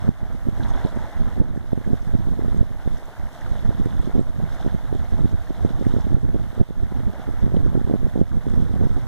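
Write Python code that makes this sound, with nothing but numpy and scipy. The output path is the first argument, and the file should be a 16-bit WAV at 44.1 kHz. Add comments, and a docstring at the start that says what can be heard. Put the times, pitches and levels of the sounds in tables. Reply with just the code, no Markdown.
"""A hot spring boils in its stone basin: the water domes up, bubbles burst and spray falls back.
Wind buffets a small stereo microphone; widening gives it opposite sign in the two channels.
The hardest eddies trip the recorder's limiter, which ducks the water and lets it swell back.
A faint hiss lies underneath."""
import sys
import numpy as np
from scipy import signal
from scipy.fft import rfft, irfft, next_fast_len
from scipy.io import wavfile
from scipy.ndimage import uniform_filter1d, minimum_filter1d, map_coordinates

SR = 44100
rng = np.random.default_rng(int(sys.argv[2]) if len(sys.argv) > 2 else 0)


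def generate_wav(sig):
    """Save sig (samples, or channels by samples) to the path in sys.argv[1] as 16-bit PCM at SR."""
    pcm = np.round(np.clip(np.atleast_2d(sig).T, -1, 1) * 32767).astype(np.int16)
    wavfile.write(sys.argv[1], SR, pcm)


N = 399987

# hard eddies on the microphone: time_s, strength_db, pitch_hz
EDDIES = [(.078, -12, 75), (0.091, 5, 89.5), (.473, -10, 108), (0.488, -4.5, 87), (.602, -12, 95),
          (0.851, -2, 92), (0.973, -9.5, 123), (1.405, 5, 60), (1.416, 1, 106), (1.577, -5.5, 97),
          (1.732, -0.5, 134), (1.777, -6, 101), (1.876, -11, 105), (1.906, -14, 100), (1.934, -2, 102),
          (2.141, -9.5, 96), (2.153, -2, 69.4), (2.322, -18, 135), (2.393, -6.5, 120), (2.483, -10.5, 101),
          (2.547, -11.5, 119), (2.613, 4, 54), (2.877, -6, 119), (3.693, -5.5, 79), (3.817, -13.5, 113),
          (3.86, -6, 109), (4.075, -10.5, 108), (4.159, -7, 110), (4.167, -6, 95), (4.194, 1, 125),
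          (4.212, -9, 114), (4.664, -4.5, 125), (4.678, -11.5, 120), (4.749, -5, 84), (4.928, -5.5, 120),
          (4.951, -10, 120), (5.257, -1, 84), (5.331, -10, 105), (5.508, -8.5, 113), (5.65, -1.5, 131),
          (5.813, -7, 118), (5.826, -10, 109), (5.868, -2.5, 98), (5.94, -5.5, 104), (5.966, -2.5, 106),
          (6.07, -10, 119), (6.122, -10, 70), (6.147, 4, 58), (6.29, -9.5, 124), (6.346, -5, 124),
          (6.355, -8, 130), (6.58, -10, 109), (6.604, -2, 62), (6.613, 6.5, 76), (6.708, -10.5, 136),
          (6.923, -11, 130), (7.071, -15.5, 120), (7.29, -8.5, 120), (7.448, -12, 100), (7.466, -5.5, 95),
          (7.543, -8.5, 130), (7.571, -1, 122), (7.649, -14, 105), (7.664, -5.5, 100), (7.754, -5, 165),
          (7.765, -9, 70), (7.778, -3.5, 95), (7.815, -9, 120), (7.876, -10.5, 130), (7.899, -8.5, 174),
          (7.912, -4.5, 120), (7.927, -11, 100), (7.94, -0.5, 125), (7.95, -8.5, 110), (8.032, -9.5, 130),
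          (8.069, -10.5, 159), (8.161, -4.5, 129), (8.177, -5, 120), (8.193, -10, 110), (8.215, 6, 116),
          (8.468, -4, 100), (8.539, -9, 105), (8.602, -10.5, 98), (8.625, -7.5, 110), (8.814, -5.5, 132),
          (8.839, -5, 120), (8.87, -7, 121), (8.979, -12.5, 120)]
# breeze under the gusts: time_s, relative_db
BREEZE = [(0.0, -48.5), (0.73, -38), (1.14, -51), (1.33, -39), (1.65, -41), (2.2, -40), (2.46, -33.5),
          (2.8, -44.5), (3.26, -55.5), (3.71, -38), (4.37, -40), (4.83, -38.5), (5.15, -35.5),
          (5.45, -46.5), (5.62, -33.5), (5.93, -35.5), (6.2, -36.5), (6.68, -42.5), (7.0, -41), (7.22, -42),
          (7.5, -34.5), (7.9, -37.5), (8.44, -38), (8.6, -32.5), (9.07, -42.5)]
SMALL_EDDY_HZ = 135


def amp(db):
    """Decibels to gain."""
    return 10 ** (np.asarray(db) / 20)


def unit(x):
    """Scale to rms 1."""
    return x / np.sqrt(np.mean(x ** 2) + 1e-20)


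def along(points, hz):
    """Read (freq_hz, value) points on a log axis."""
    freq_hz, values = np.transpose(points)
    return np.interp(np.log(hz + 1), np.log(freq_hz + 1), values)


def wobble(knots_per_s):
    """Smooth random curve."""
    return map_coordinates(rng.standard_normal(4096), [np.arange(N) * knots_per_s / SR], mode="wrap")


def filtered(x, response):
    """Apply a complex frequency response."""
    size = next_fast_len(N + 8192)
    return irfft(rfft(x, size) * response(np.fft.rfftfreq(size, 1 / SR)), size)[..., :N]


def lowpass(x, cutoff_hz, order):
    """Zero-phase low-pass."""
    return filtered(x, lambda hz: 1 / (1 + (hz / cutoff_hz) ** order))


def coloured(x, spectrum):
    """Apply a (freq_hz, gain_db) spectrum."""
    return filtered(x, lambda hz: amp(along(spectrum, hz)))


def add(track, start_s, sound):
    """Mix a sound into a track."""
    i = max(0, round(start_s * SR))
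    track[i:i + len(sound)] += sound[:max(0, len(track) - i)]


def swells(rows):
    """Summed power of bell-shaped swells: crest_s, peak_db, rise_s, fall_s."""
    power = np.zeros(N)
    for crest_s, db, rise_s, fall_s in rows:
        t = np.arange(max(-crest_s, -3 * rise_s), 3 * fall_s, 1 / SR)
        bell = np.exp(-(t / np.where(t < 0, rise_s, fall_s)) ** 2)
        add(power, crest_s + t[0], amp(db) ** 2 * bell)
    return power


def boil(simmer_churn_db=-46.5, simmer_spray_db=-60.5, rise_s=0.12):
    """Churn and spray levels in dB: surges over a steady simmer."""
    # the pool heaves and falls back: crest_s, churn_db, spray_db, settle_s
    surges = [(.02, -42, -58.5, .06), (.3, -45.5, -74, .05), (.74, -39.5, -52, 0.18),
              (1.07, -42, -58.5, 0.2), (1.38, -46.5, -63, 0.18), (2.5, -53.5, -61, 0.09),
              (2.95, -55, -63, .15), (3.46, -45.5, -58, 0.38), (3.75, -53, -61.5, 0.48),
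              (4.15, -46.5, -61, 0.044), (4.61, -43, -54.5, 0.12), (5.06, -50, -58.5, 0.32),
              (5.68, -45, -57.5, 0.051), (5.9, -48.5, -55, 0.18), (7.22, -47, -72, 0.18),
              (8.3, -59, -72, 0.079), (8.55, -50.5, -64, 0.12), (8.9, -48.5, -59, 0.2)]
    churn = amp(simmer_churn_db) ** 2 + swells([(s, db, rise_s, fall_s) for s, db, _, fall_s in surges])
    spray = amp(simmer_spray_db) ** 2 + swells([(s, db, rise_s, fall_s) for s, _, db, fall_s in surges])
    return 10 * np.log10(churn), 10 * np.log10(spray)


def bubbles(count, low_hz, span_ratio, decay_cycles, spread_db, rise, samples):
    """Ringing bubbles; each note climbs as its bubble nears the surface."""
    when, pitch, life, strength = rng.random((count, 4)).T[:, :, None]
    hz = low_hz * (1 + (np.sqrt(span_ratio) - 1) * pitch) ** 2
    cycles = hz * np.arange(samples) / SR
    age = cycles / (decay_cycles * (.5 + life))
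    gain = hz ** .75 * amp(-spread_db * np.log(np.maximum(strength, .02)))
    rings = gain * np.exp(-age) * np.sin(2 * np.pi * cycles * (1 + rise * np.minimum(age, 2)))
    index = (when * N).astype(int) + np.arange(samples)
    return unit(np.bincount(index.ravel(), rings.ravel(), N)[:N])


def froth(churn_db, spray_db):
    """Bursts and plops over a wash of small bubbles; churn drives the lows, spray the highs."""
    bursts = bubbles(9000, low_hz=393, span_ratio=22.2, decay_cycles=2.1,
                     spread_db=2.5, rise=0.053, samples=400)
    plops = bubbles(500, low_hz=527.5, span_ratio=4, decay_cycles=7.4,
                    spread_db=1, rise=0.0436, samples=1600)
    foam = rng.standard_normal(N)
    swarm = unit(bursts + amp(-14.5) * plops + amp(2.5) * foam)
    lows = lowpass(swarm, cutoff_hz=2650, order=14)
    churn = lows * amp(churn_db + 15 + 1.1 * wobble(45))
    spray = (swarm - lows) * amp(spray_db + 24.5 + 1.45 * wobble(30))
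    return churn + spray


def spring(churn_db, spray_db):
    """Boiling water slightly off axis; the stone rim scatters part of its sound."""
    # water colour, mid and side: freq_hz, gain_db
    mid_colour = [(250, -2), (450, -7.5), (650, -1), (850, -3.5), (1150, -9), (1550, -8.5), (2050, -16),
                  (2300, -24.5), (2510, -40.5), (2680, -25.5), (3000, -21.5), (3520, -14), (3900, -20),
                  (4200, -23.5), (4550, -32), (5200, -26.5), (6400, -28), (14000, -67)]
    side_colour = [(100, -18), (600, -15.5), (1000, -22.5), (1350, -31), (1600, -21.5), (1850, -15),
                   (2200, -21.5), (2500, -26), (2850, -36), (3200, -23), (3900, -29), (4400, -26),
                   (6500, -37), (14000, -36)]
    # water balance: freq_hz, left_minus_right_db
    lean = [(1000, 1), (1400, -0.5), (1750, -1.5), (2150, 4.5), (2420, -6), (2540, 0), (2750, -2.5),
            (2950, -3.5), (3480, -5.5), (4000, -3), (5400, -4), (6600, 8.5), (10000, 17), (14000, 2)]
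    direct, scattered = [froth(churn_db, spray_db) for _ in range(2)]
    mid = coloured(direct, mid_colour) + slaps()
    # the difference of two close capsules leads their sum by a quarter cycle
    difference = .5 * filtered(direct, lambda hz: 1j) + .87 * scattered
    side = coloured(difference, side_colour)
    stereo = np.array([mid + side, mid - side])
    return filtered(stereo, lambda hz: amp(np.outer([.5, -.5], along(lean, hz))))


def droplets(spray_db, base_db=-60.5, spurt_db=3.2, gain_db=-8.5):
    """Fine drops rain on the pool in spurts, louder when the spray is high."""
    drops = rng.standard_normal((2, N)) * amp(3.5 * wobble(300))
    fizz = unit(coloured(drops, [(3000, -30), (5200, 2.5), (7000, -3), (9000, -3), (14000, -22)]))
    spurts = unit(amp(spurt_db * wobble(28)))
    return fizz * spurts * amp((spray_db + base_db) / 2 + gain_db)


def hiss():
    """Faint steady noise, independent per channel."""
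    # hiss colour: freq_hz, gain_db
    colour = [(100, -25), (2500, 8), (4500, 2.5), (9000, 0), (12000, 0.6), (15500, -0.5)]
    return amp([[-60.1], [-60.6]]) * coloured(rng.standard_normal((2, N)), colour)


def airflow(breeze_gain_db=16.5, sway_db=2.5):
    """Wind level in dB: swaying breeze, soft gusts and a rush peaking just before each hard eddy."""
    # soft gusts: crest_s, peak_db, half_length_s
    gusts = [(0.068, -16.5, 0.04), (0.23, -18, 0.022), (0.335, -16, 0.014), (.625, -15.5, 0.033),
             (0.757, -18.5, 0.027), (0.994, -22, 0.033), (1.23, -14, 0.039), (1.5, -15, 0.037),
             (1.907, -11.5, 0.031), (2.28, -20, 0.074), (2.59, -13, 0.013), (2.927, -17.5, 0.022),
             (3.225, -19.5, 0.031), (3.506, -21.5, 0.059), (3.647, -15, 0.014), (3.81, -15.5, 0.028),
             (4.433, -18.5, 0.021), (5.004, -19, 0.038), (5.21, -17.5, 0.019), (5.331, -18, 0.021),
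             (6.256, -12.5, 0.032), (6.39, -17, 0.05), (6.818, -13.5, 0.037), (6.982, -18, 0.03),
             (7.087, -17, 0.02), (7.438, -7, 0.014), (7.648, -13, 0.041), (8.356, -13, 0.038),
             (8.56, -19, 0.055), (8.92, -16.5, 0.09)]
    breeze_db = np.interp(np.arange(N) / SR, *np.transpose(BREEZE))
    power = amp(breeze_db + breeze_gain_db + sway_db * wobble(14)) ** 2
    power += swells([(s, db, half_s, half_s) for s, db, half_s in gusts])
    lead_s, rise_s, fall_s = 0.0053, 0.02, 0.018
    power += swells([(s - lead_s, 0.7 * db - 19, rise_s, fall_s) for s, db, _ in EDDIES])
    return 10 * np.log10(power)


def turbulence(wind_db, lumps_db, split_hz, treble_db_per_db):
    """Whirls patter over a smooth roar; faster air sheds finer ones and sounds brighter."""
    # turbulence at the microphone: freq_hz, gain_db
    buffet = [(8, -8.5), (25, 8), (90, 3), (170, -4.5), (260, -12.5), (350, -22.5), (480, -29.5),
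              (620, -49), (900, -51), (2000, -41)]
    whirls_per_s = 260
    level_db = wind_db + lumps_db * wobble(60)
    whirls = unit((rng.random(N) < whirls_per_s / SR) * rng.standard_normal(N))
    patter = filtered(whirls, lambda hz: 1j)
    air = unit(coloured(patter + 0.74 * rng.standard_normal(N), buffet))
    lows = lowpass(air, split_hz, order=4)
    treble_db = treble_db_per_db * np.minimum(level_db + 19.5, 4)
    pressure = amp(level_db) * (lows + (air - lows) * amp(treble_db))
    # pressure saturates; the port passes only lows
    return lowpass(.6 * np.tanh(pressure / .6), cutoff_hz=1200, order=8)


def wind(shelter_db=-20):
    """The right capsule faces the wind; the left is sheltered."""
    wind_db = airflow()
    right = turbulence(wind_db, lumps_db=2.5, split_hz=190, treble_db_per_db=0.97) + eddies()
    left = amp(shelter_db) * turbulence(wind_db, lumps_db=6, split_hz=200, treble_db_per_db=0.33)
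    return np.array([left, right])


def eddies(skew_rad=1.1, flurry_db=-23.5, lead_s=0.0028, decay_s=0.0069):
    """Pressure builds in a flurry of whirls, then snaps to suction as each eddy tears off."""
    thumps, flurry = np.zeros(N), np.zeros(N)
    t = np.arange(-2048, 2048) / SR
    envelope = np.exp(-np.abs(t + lead_s) / decay_s)
    for time_s, db, hz in EDDIES + companions() + strays():
        pulse = np.real(np.exp(-1j * skew_rad) / (1 + 2j * np.pi * hz * t) ** 2)
        add(thumps, time_s + t[0], amp(db) * pulse)
        add(flurry, time_s + t[0], amp(db + flurry_db) * envelope)
    colour = [(40, 11), (150, 4.5), (300, 6.5), (480, -6.5), (800, -14), (1500, -47)]
    whirls = unit(coloured(rng.standard_normal(N), colour))
    return lowpass(thumps + flurry * whirls, cutoff_hz=1050, order=6)


def companions(within_s=.02, gain_db=-7.5):
    """Each hard eddy sheds a smaller one just before or after it: a ragged thump."""
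    offsets, detunes = 2 * rng.random((len(EDDIES), 2)).T - 1
    return [(s + within_s * offset, min(db, -2) + gain_db, SMALL_EDDY_HZ * 2 ** (detune / 2))
            for (s, db, _), offset, detune in zip(EDDIES, offsets, detunes)]


def strays(count=70, gain_db=20, spread_db=4):
    """Weak eddies at random times; their strength follows the breeze."""
    when, force, pitch = rng.random((count, 3)).T
    time_s = when * N / SR
    strength_db = np.interp(time_s, *np.transpose(BREEZE)) + gain_db + spread_db * (2 * force - 1)
    return list(zip(time_s, strength_db, SMALL_EDDY_HZ * 2 ** (pitch - .5)))


def slaps(t60_s=0.025, gain_db=-2.5):
    """Falling water lands with a short wet burst."""
    # lumps and drops hitting the pool: time_s, level_db, pitch_hz
    landings = [(.634, -33.5, 3600), (.707, -45, 5860), (.716, -32, 800), (0.737, -40, 3570),
                (.76, -33, 930), (0.774, -30, 1470), (.798, -43, 845), (.803, -52, 5400), (.83, -41, 740),
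                (0.842, -39.5, 3650), (0.875, -31, 940), (.9, -45, 3570), (1.169, -35, 840),
                (1.571, -34, 1610), (1.843, -36, 1720), (2.022, -45, 5600), (2.452, -40, 1380),
                (2.575, -46.5, 7100), (2.931, -52, 7500), (2.972, -45, 5600), (3.055, -48, 6800),
                (3.167, -36.5, 1470), (3.41, -48, 5800), (3.417, -31.5, 1720), (3.465, -30, 1330),
                (3.856, -51, 8300), (4.018, -49, 8500), (4.204, -49, 7800), (4.399, -30, 716),
                (4.601, -26.5, 760), (4.95, -50, 6800), (5.025, -38, 1300), (5.046, -48, 5700),
                (5.316, -49, 6400), (5.85, -34, 1780), (6.008, -44, 5430), (7.566, -37, 3270),
                (7.756, -38, 1490), (8.316, -31.5, 1370)]
    track, t = np.zeros(N), np.arange(2048) / SR
    for time_s, db, hz in landings:
        band = signal.butter(3, [hz * .87, hz * 1.15], "band", fs=SR, output="sos")
        burst = signal.sosfilt(band, rng.standard_normal(len(t)) * amp(-60 * t / t60_s))
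        add(track, time_s - .001, amp(db + gain_db) * burst / np.abs(burst).max())
    return track


def widened(capsules, delay_s=.00039):
    """Subtract a delayed share of each capsule from the other channel."""
    # crossfeed: freq_hz, share
    crossfeed = [(600, .64), (2500, 0.96), (5000, 0.18), (8000, 0.14), (15000, 0.08)]
    bleed = filtered(capsules[::-1], lambda hz: along(crossfeed, hz) * np.exp(-2j * np.pi * hz * delay_s))
    return capsules - bleed


def limiter(x, ceiling_db, hold_s, release_db_per_s):
    """Peaks over the ceiling cut the gain at once; it holds, then creeps back."""
    over_db = np.maximum(20 * np.log10(np.abs(x).max(0) + 1e-9) - ceiling_db, 0)
    half_hold = int(hold_s * SR) // 2
    held_db = -minimum_filter1d(-over_db, 2 * half_hold + 1, origin=half_hold)
    recovery_db = release_db_per_s * np.arange(N) / SR
    cut_db = np.maximum.accumulate(held_db + recovery_db) - recovery_db
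    smooth_gain_db = uniform_filter1d(minimum_filter1d(-cut_db, size=129), size=129)
    return x * amp(smooth_gain_db)


def scene():
    """Boiling water with widened droplets, wind and hiss."""
    churn_db, spray_db = boil()
    fizz = hiss() + droplets(spray_db)
    return spring(churn_db, spray_db) + widened(fizz + wind())


def record(dry):
    """The recorder limits peaks and bandwidth."""
    top_hz = 15550
    limited = limiter(dry, ceiling_db=-.9, hold_s=0.072, release_db_per_s=12.5)
    return filtered(limited, lambda hz: hz < top_hz)


dry = scene()
out = record(dry)
generate_wav(out)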